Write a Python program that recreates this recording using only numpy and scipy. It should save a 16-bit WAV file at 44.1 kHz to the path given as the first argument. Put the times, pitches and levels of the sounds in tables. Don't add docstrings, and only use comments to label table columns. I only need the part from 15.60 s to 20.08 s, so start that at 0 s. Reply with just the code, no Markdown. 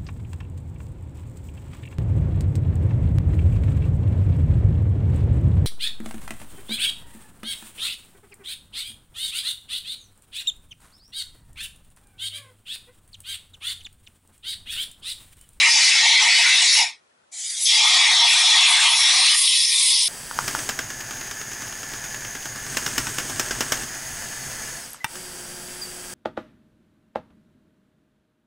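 import sys
import numpy as np
from scipy import signal
from scipy.io import wavfile
from scipy.ndimage import uniform_filter1d, minimum_filter1d

SR = 44100
rng = np.random.default_rng(int(sys.argv[2]) if len(sys.argv) > 2 else 0)


def pcm_store(signal):
    levels = np.round(np.clip(np.atleast_2d(signal), -1, 1) * 32767)
    wavfile.write(sys.argv[1], SR, levels.astype(np.int16).T)


N = 197607
SIZE, HOP = 2048, 512
HZ = np.fft.rfftfreq(SIZE, 1 / SR)[:, None]
FRAME_S, SAMPLE_S = np.arange(N // HOP + 10) * HOP / SR, np.arange(N) / SR

SHUTS_S = 1.185
MIST_S, LANDS_S, RISES_S, SINKS_S = 1.712, 2.048, 3.284, 3.752
SWELL_OCTAVES, GULP_OCTAVES = 0.26, .35

# pitch in Hz, width in Hz, relative level in dB.
WALL_MODES = [
    [(1877, 82, 1), (2035, 42, 2), (2115, 29, 1.5), (2220, 82, 0.5), (2292, 37, -4)],
    [(2404, 62, 3.5), (2567, 78, 1), (2694, 47, 1), (2747, 40, -3), (2885, 11, 2.5), (2987, 51, 1.5)],
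    [(3220, 50, 0), (3196, 53, -3), (3340, 17, 1.5), (3439, 146, 6.5), (3670, 120, -11.5)],
    [(3743, 155, -0.5), (3790, 82, -1), (3993, 150, 1.5), (4110, 74, -8), (4200, 100, -5),
     (4390, 190, -1.5)],
    [(4732, 150, 2.5), (5000, 28, -10), (5200, 64, -2.5), (5078, 82, 3.5), (5340, 54, -1.5), (5300, 160, 0),
     (5487, 93, 5), (5640, 17, -3), (5873, 120, 1.5), (6340, 220, -7)],
]
LOW_WALL_MODES = [(1358, 70, -7.5), (1456, 100, -5.5), (1538, 58, -4), (1682, 350, 5)]
AIR_MODES = [
    [(729.4, 66, 0), (806, 55, -5.5)],
    [(871, 57, -1.5), (928, 48, 1.5)],
    [(1055, 150, -0.5), (1154, 95, 0), (1253, 110, -2)],
]
# centre in Hz, gain in dB for the first squirt, the mist
# and the second squirt, swell time in seconds, slope as the water rises in dB per second, sinking time
# in seconds, gain in the pool in dB, slope from then on in dB per second, wander in dB.
WALL_DRIVE = [(2200, -23, -61, -25.5, 0.027, -6, .03, -37.5, -5, 2),
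              (2600, -24, -66, -25, 0.019, -9, .02, -30, -12, 2),
              (3325, -24.5, -66, -20, .008, -4, .015, -25, -11, 1.5),
              (4040, -22.5, -56.5, -22.5, .005, 3, .015, -26, -6.5, 1.5),
              (5440, -22.5, -50, -21, 0.0026, -5.5, .015, -27, 0.5, 1.5)]
LOW_WALL_DRIVE = (1549, -37.5, -67, -36, 0.2, -11.5, .06, -66, -10, 2)
AIR_DRIVE = [(740, -48.5, -71, -40, 0.075, -21, .012, -72, -8, 2.9),
             (884, -44, -77, -36, 0.064, -21, .015, -68, -1, 2.1),
             (1128, -45, -80, -36, 0.06, -8.5, .06, -56, -17, 2.3)]
# peak time in seconds, length in seconds,
# centre pitch in Hz, lift in dB (negative for a dip).
PAPER_SWELLS = [(.05, 0.1, 2340, 7.5), (.13, 0.095, 5300, 6.5), (.15, .3, 3350, -3), (.24, 0.095, 4950, 9),
                (.36, .1, 1550, 5), (.36, .14, 2100, 3), (.48, .12, 1550, -5), (.53, 0.23, 3400, 5),
                (.7, .1, 2300, 5), (.74, .06, 1550, 4), (.85, 0.15, 1580, 5.5), (.88, .12, 2100, 3),
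                (.96, .08, 1550, 4), (1.05, .25, 4000, 4), (1.06, .1, 2100, -4), (1.1, .1, 1550, -8),
                (1.14, .12, 5300, 4), (1.15, 0.26, 3200, -5.5), (1.22, .12, 2200, 2.5), (1.9, .15, 1550, 6),
                (2.2, 0.086, 2200, -3), (2.36, .08, 3400, 4), (2.47, 0.17, 2280, 4),
                (2.57, 0.12, 2673, -13), (2.6, 0.11, 3370, 4), (2.7, .05, 2580, 6), (2.7, .1, 5300, -4),
                (2.85, 0.072, 2180, -7), (2.93, 0.16, 4000, 4), (3.05, 0.056, 2700, 6),
                (3.17, .32, 5300, -5), (3.2, 0.096, 1560, 10.5), (3.39, 0.048, 2750, -13),
                (3.5, 0.044, 2800, 5), (3.55, .05, 3200, -6), (3.65, 0.12, 4220, 3),
                (3.78, 0.095, 3800, -21), (4.1, .1, 2100, 4), (4.18, .1, 1550, 8), (4.38, 0.12, 5300, 4)]
AIR_GULPS = [(.078, 0.061, 995, 17.5), (.2, 0.083, 900, 9.5), (.43, .06, 850, 4), (.51, 0.13, 900, 15),
             (.63, .05, 1140, 11.5), (.668, 0.088, 860, 15), (.802, 0.038, 900, 10.5), (.89, 0.039, 890, 5),
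             (1.03, 0.029, 900, 7), (1.1, .06, 850, -10), (1.2, 0.069, 920, 16.5),
             (1.235, 0.065, 760, 16.5), (1.33, 0.11, 900, 13), (1.74, .08, 800, 10), (2.03, .1, 820, 16),
             (2.24, 0.059, 1050, 6.5), (2.5, 0.043, 1170, 0), (2.55, .07, 780, -6), (2.65, 0.089, 884, 8.5),
             (2.95, 0.07, 1000, 6.5), (3.11, 0.058, 830, 6.5), (3.27, 0.15, 1060, 2), (3.6, .08, 1150, 3.5),
             (4.18, .1, 1060, 14), (4.45, .08, 820, 13)]
# time in seconds, level in dB.
SPRAY_LEVEL = [(0, -29.5), (.06, -21), (.25, -21.5), (.5, -25.5), (1.0, -24.5), (1.15, -20), (1.27, -25),
               (1.72, -34), (1.8, -31), (2.03, -24), (2.3, -24), (2.6, -24.5), (3.0, -23.5), (3.4, -22.5),
               (3.74, -22), (3.79, -17), (3.91, -21.5), (4.26, -17.5), (4.4, -22), (4.48, -20)]
# time in seconds, share of churning from 0 to 1.
POOL_SHARE = [(0, 0.07), (1.3, 0.2), (1.7, 0.1), (2.0, 0.6), (2.1, 0.3), (2.9, 0.19), (3.3, 0.5), (3.7, .7),
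              (3.8, 1), (4.48, 0.96)]
# frequency in Hz, relative dB.
MIST_TONE = [(290, -64.5), (500, -36.5), (1160, -49.5), (1730, -21.5), (2210, -9), (2690, -28), (3180, -15),
             (5470, -12), (6070, 0.5), (7960, -5.5), (11000, -11.5), (14300, -55), (22000, -120)]
CHURN_TONE = [(290, -98), (500, -55), (817, -36.5), (930, -20.5), (1110, -23), (1300, -51), (1660, -37),
              (1940, -18), (2550, -16.5), (3710, -4), (4120, -6), (5130, -14), (7960, -13.5), (8720, -8),
              (11000, -4), (14300, -45.5), (22000, -120)]
ROOM_TONE = [(12, -64), (20, -36), (114, -13), (199, -17), (239, -11), (365, -11), (603, -5), (1170, -7.5),
             (1400, -9), (1830, -12), (11000, -24.5), (14300, -67.5), (22000, -120)]
# centre in Hz, width in Hz, lift in dB.
SIZZLE_PEAKS = [(2196, 100, 0.5), (5040, 300, 6.5), (6920, 200, 4.5), (7590, 80, 1.5), (8680, 790, 3.5),
                (9980, 500, 3), (11030, 200, 4.5)]
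# peak time in seconds, treble tilt in dB.
SPITS = [(1.14, 4), (2.035, 12), (3.11, 3.82), (3.79, 4)]
# start in seconds, level in dB, starting pitch in Hz.
DRIPS = [(1.513, -59, 1740), (1.5394, -65.5, 1486), (1.5763, -60, 1420), (1.5994, -64, 1460),
         (1.6144, -60, 1360), (1.6372, -55.5, 1480)]
# frequency in Hz, left-right likeness from -1 to 1.
CUP_LIKENESS = [(60, 0.89), (130, 0.94), (270, 0.92), (570, 0.92), (1210, 0.91), (2570, 0.97), (5450, 0.95),
                (11600, 0.9)]
ROOM_LIKENESS = [(60, 0.91), (220, 0.79), (830, -0.62), (3100, -0.25), (11600, 0.58)]
# frequency in Hz, left minus right in dB.
PORT_LEAN = [(60, 0.8), (170, 0.8), (490, 2), (1410, 1.5), (4040, 1.0), (11600, 0.5)]


def gain_of(db):
    return 10 ** (np.asarray(db) / 20)


def unit_rms(x):
    return x / np.sqrt(np.mean(x ** 2) + 1e-20)


def curve(points):
    hz, value = np.transpose(points)
    return np.interp(np.log(HZ + 1), np.log(hz + 1), value)


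def drift(rows, ms, across=1):
    wander = rng.standard_normal((len(FRAME_S), rows)).T
    frames = max(round(ms * SR / 1000 / HOP), 1)
    for _ in range(2):
        wander = uniform_filter1d(wander, frames, axis=1)
    return unit_rms(uniform_filter1d(wander, across, axis=0))


def flutter(db, ms):
    return gain_of(db * np.interp(SAMPLE_S, FRAME_S, drift(1, ms)[0]))


def noise(colour, likeness=CUP_LIKENESS):
    a, b, c, d = rng.standard_normal((len(FRAME_S), len(HZ), 4)).T
    shared = np.clip(curve(likeness), -1, 1)
    left = a + 1j * b
    right = shared * left + np.sqrt(1 - shared ** 2) * (c + 1j * d)
    spectra = np.array([left, right]) * (colour / np.linalg.norm(colour, axis=0))
    return unit_rms(signal.istft(spectra, nperseg=SIZE, noverlap=SIZE - HOP)[1][:, :N])


def rings(modes, flare_db, ms, skirt):
    hz, width, db = np.transpose(modes)
    shapes = (1 + (2 * (HZ - hz) / width) ** 2) ** -skirt
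    power = gain_of(db[:, None] + flare_db * drift(len(hz), ms)) ** 2
    return np.sqrt(shapes @ power)


def lifts(rows, hz, octaves, order=2):
    peak_s, length, centre, db = np.transpose(rows)
    felt_db = db * np.exp(-(np.log2(centre / hz) / octaves) ** 2)
    return np.exp(-(2 * (FRAME_S[:, None] - peak_s) / length) ** order) @ felt_db


def valve(knee_s=.14, fall_db_per_s=450, open_s=.016):
    closing_s = np.hypot(np.maximum(SAMPLE_S - SHUTS_S, 0), knee_s) - knee_s
    opening = 1 - np.exp(-np.maximum(SAMPLE_S - MIST_S, 0) / open_s)
    return gain_of(-fall_db_per_s * closing_s) + opening ** 2


def drive(row, lift_db):
    _, first_db, mist_db, second_db, swell_s, fill_slope, sink_s, pool_db, pool_slope, wander_db = row
    landed = 1 - np.exp(-np.maximum(SAMPLE_S - LANDS_S, 0) / swell_s)
    under_s = np.maximum(SAMPLE_S - SINKS_S, 0)
    sunk = 1 - np.exp(-under_s / sink_s)
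    db = np.where(SAMPLE_S < MIST_S, first_db, mist_db + (second_db - mist_db) * landed)
    db += fill_slope * np.maximum(SAMPLE_S - RISES_S, 0)
    db = (1 - sunk) * db + sunk * (pool_db + pool_slope * under_s)
    return valve() * gain_of(db + np.interp(SAMPLE_S, FRAME_S, lift_db)) * flutter(wander_db, 50)


def paper_wall():
    low_cut = 1 / (1 + (1790 / (HZ + 1)) ** 16)
    drum = 0
    for row, modes in zip(WALL_DRIVE, WALL_MODES):
        level = drive(row, lifts(PAPER_SWELLS, row[0], SWELL_OCTAVES, order=4))
        drum += level * noise(low_cut * rings(modes, flare_db=4, ms=45, skirt=1.29))
    body = noise(rings(LOW_WALL_MODES, flare_db=7.5, ms=30, skirt=1.6))
    swell_db = lifts(PAPER_SWELLS, LOW_WALL_DRIVE[0], SWELL_OCTAVES, order=4)
    duck_db = 0.39 * lifts(AIR_GULPS, AIR_DRIVE[1][0], GULP_OCTAVES)
    return flutter(1, 15) * drum + drive(LOW_WALL_DRIVE, swell_db - duck_db) * flutter(0.76, 15) * body


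def air_boom():
    boom = 0
    for row, modes in zip(AIR_DRIVE, AIR_MODES):
        level = drive(row, lifts(AIR_GULPS, row[0], GULP_OCTAVES)) * flutter(1.1, 15)
        boom += level * noise(rings(modes, flare_db=2.5, ms=25, skirt=1.9))
    return boom


def spray(spit_s=0.038):
    pool = np.interp(FRAME_S, *np.transpose(POOL_SHARE))
    spit_db = sum(db * np.exp(-(2 * (FRAME_S - peak_s) / spit_s) ** 2) for peak_s, db in SPITS)
    treble = np.clip((HZ - 8200) / 2000, 0, 1)
    fine_db = (spit_db - 2 + drift(1, 40)) * treble
    sizzle_db = sum(db / (1 + (2 * (HZ - hz) / width) ** 2) for hz, width, db in SIZZLE_PEAKS)
    colour_db = (1 - pool) * curve(MIST_TONE) + pool * curve(CHURN_TONE) + fine_db + sizzle_db
    shimmer_db = 3.1 * drift(len(HZ), 30, across=20) + 3.4 * drift(len(HZ), 110, across=3)
    ride_db = np.interp(SAMPLE_S, *np.transpose(SPRAY_LEVEL))
    ride_db += 0.37 * np.interp(SAMPLE_S, FRAME_S, spit_db)
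    level = valve() * gain_of(ride_db) * flutter(0.56, 12) * flutter(0.9, 45)
    return level * noise(gain_of(colour_db + shimmer_db))


def shudder():
    bass = (1 + (HZ / 60) ** 2) ** -.3 / (1 + (HZ / 500) ** 6)
    landed = np.where(SAMPLE_S < MIST_S, 1, np.clip((SAMPLE_S - LANDS_S) / .025, 0, 1))
    return gain_of(-76) * valve() * landed * flutter(3, 30) * flutter(2.5, 90) * noise(bass)


def room_hush():
    colour_db = curve(ROOM_TONE) + 1.6 * drift(len(HZ), 60, across=4)
    return gain_of(-62.5) * noise(gain_of(colour_db), ROOM_LIKENESS)


def drips(attack_s=0.0014, ring_s=.04):
    track, t = np.zeros(N), np.arange(2000) / SR
    for start, db, hz in DRIPS:
        envelope = gain_of(db - 60 * t / ring_s) * (1 - np.exp(-t / attack_s))
        track[round(start * SR):][:len(t)] += envelope * np.sin(2 * np.pi * hz * t * (1 + 2.7 * t))
    return track


def scene():
    water = paper_wall() + air_boom() + spray() + drips()
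    low_cut = signal.butter(12, 650, "high", fs=SR, output="sos")
    return signal.sosfilt(low_cut, water) + shudder() + room_hush()


def record(dry):
    lean = gain_of(np.array([curve(PORT_LEAN), -curve(PORT_LEAN)]) / 2)
    spectra = signal.stft(dry, nperseg=SIZE)[2] * lean
    ports = signal.istft(spectra, nperseg=SIZE)[1][:, :N]
    threshold_db, makeup_db, cutoff_hz = -6.5, 0.26, 11010
    level_db = 20 * np.log10(abs(ports).max(0) + 1e-9)
    peak_db = -minimum_filter1d(-level_db, size=121)
    smoothing = signal.windows.hann(121) / 60
    over_db = signal.oaconvolve(np.maximum(peak_db - threshold_db, 0), smoothing, "same")
    limited = ports * gain_of(makeup_db - 0.81 * over_db)
    high_cut = signal.firwin(1023, cutoff_hz, window=("kaiser", 11), fs=SR)
    return signal.oaconvolve(limited, high_cut[None], "same")


dry = scene()
out = record(dry)
pcm_store(out)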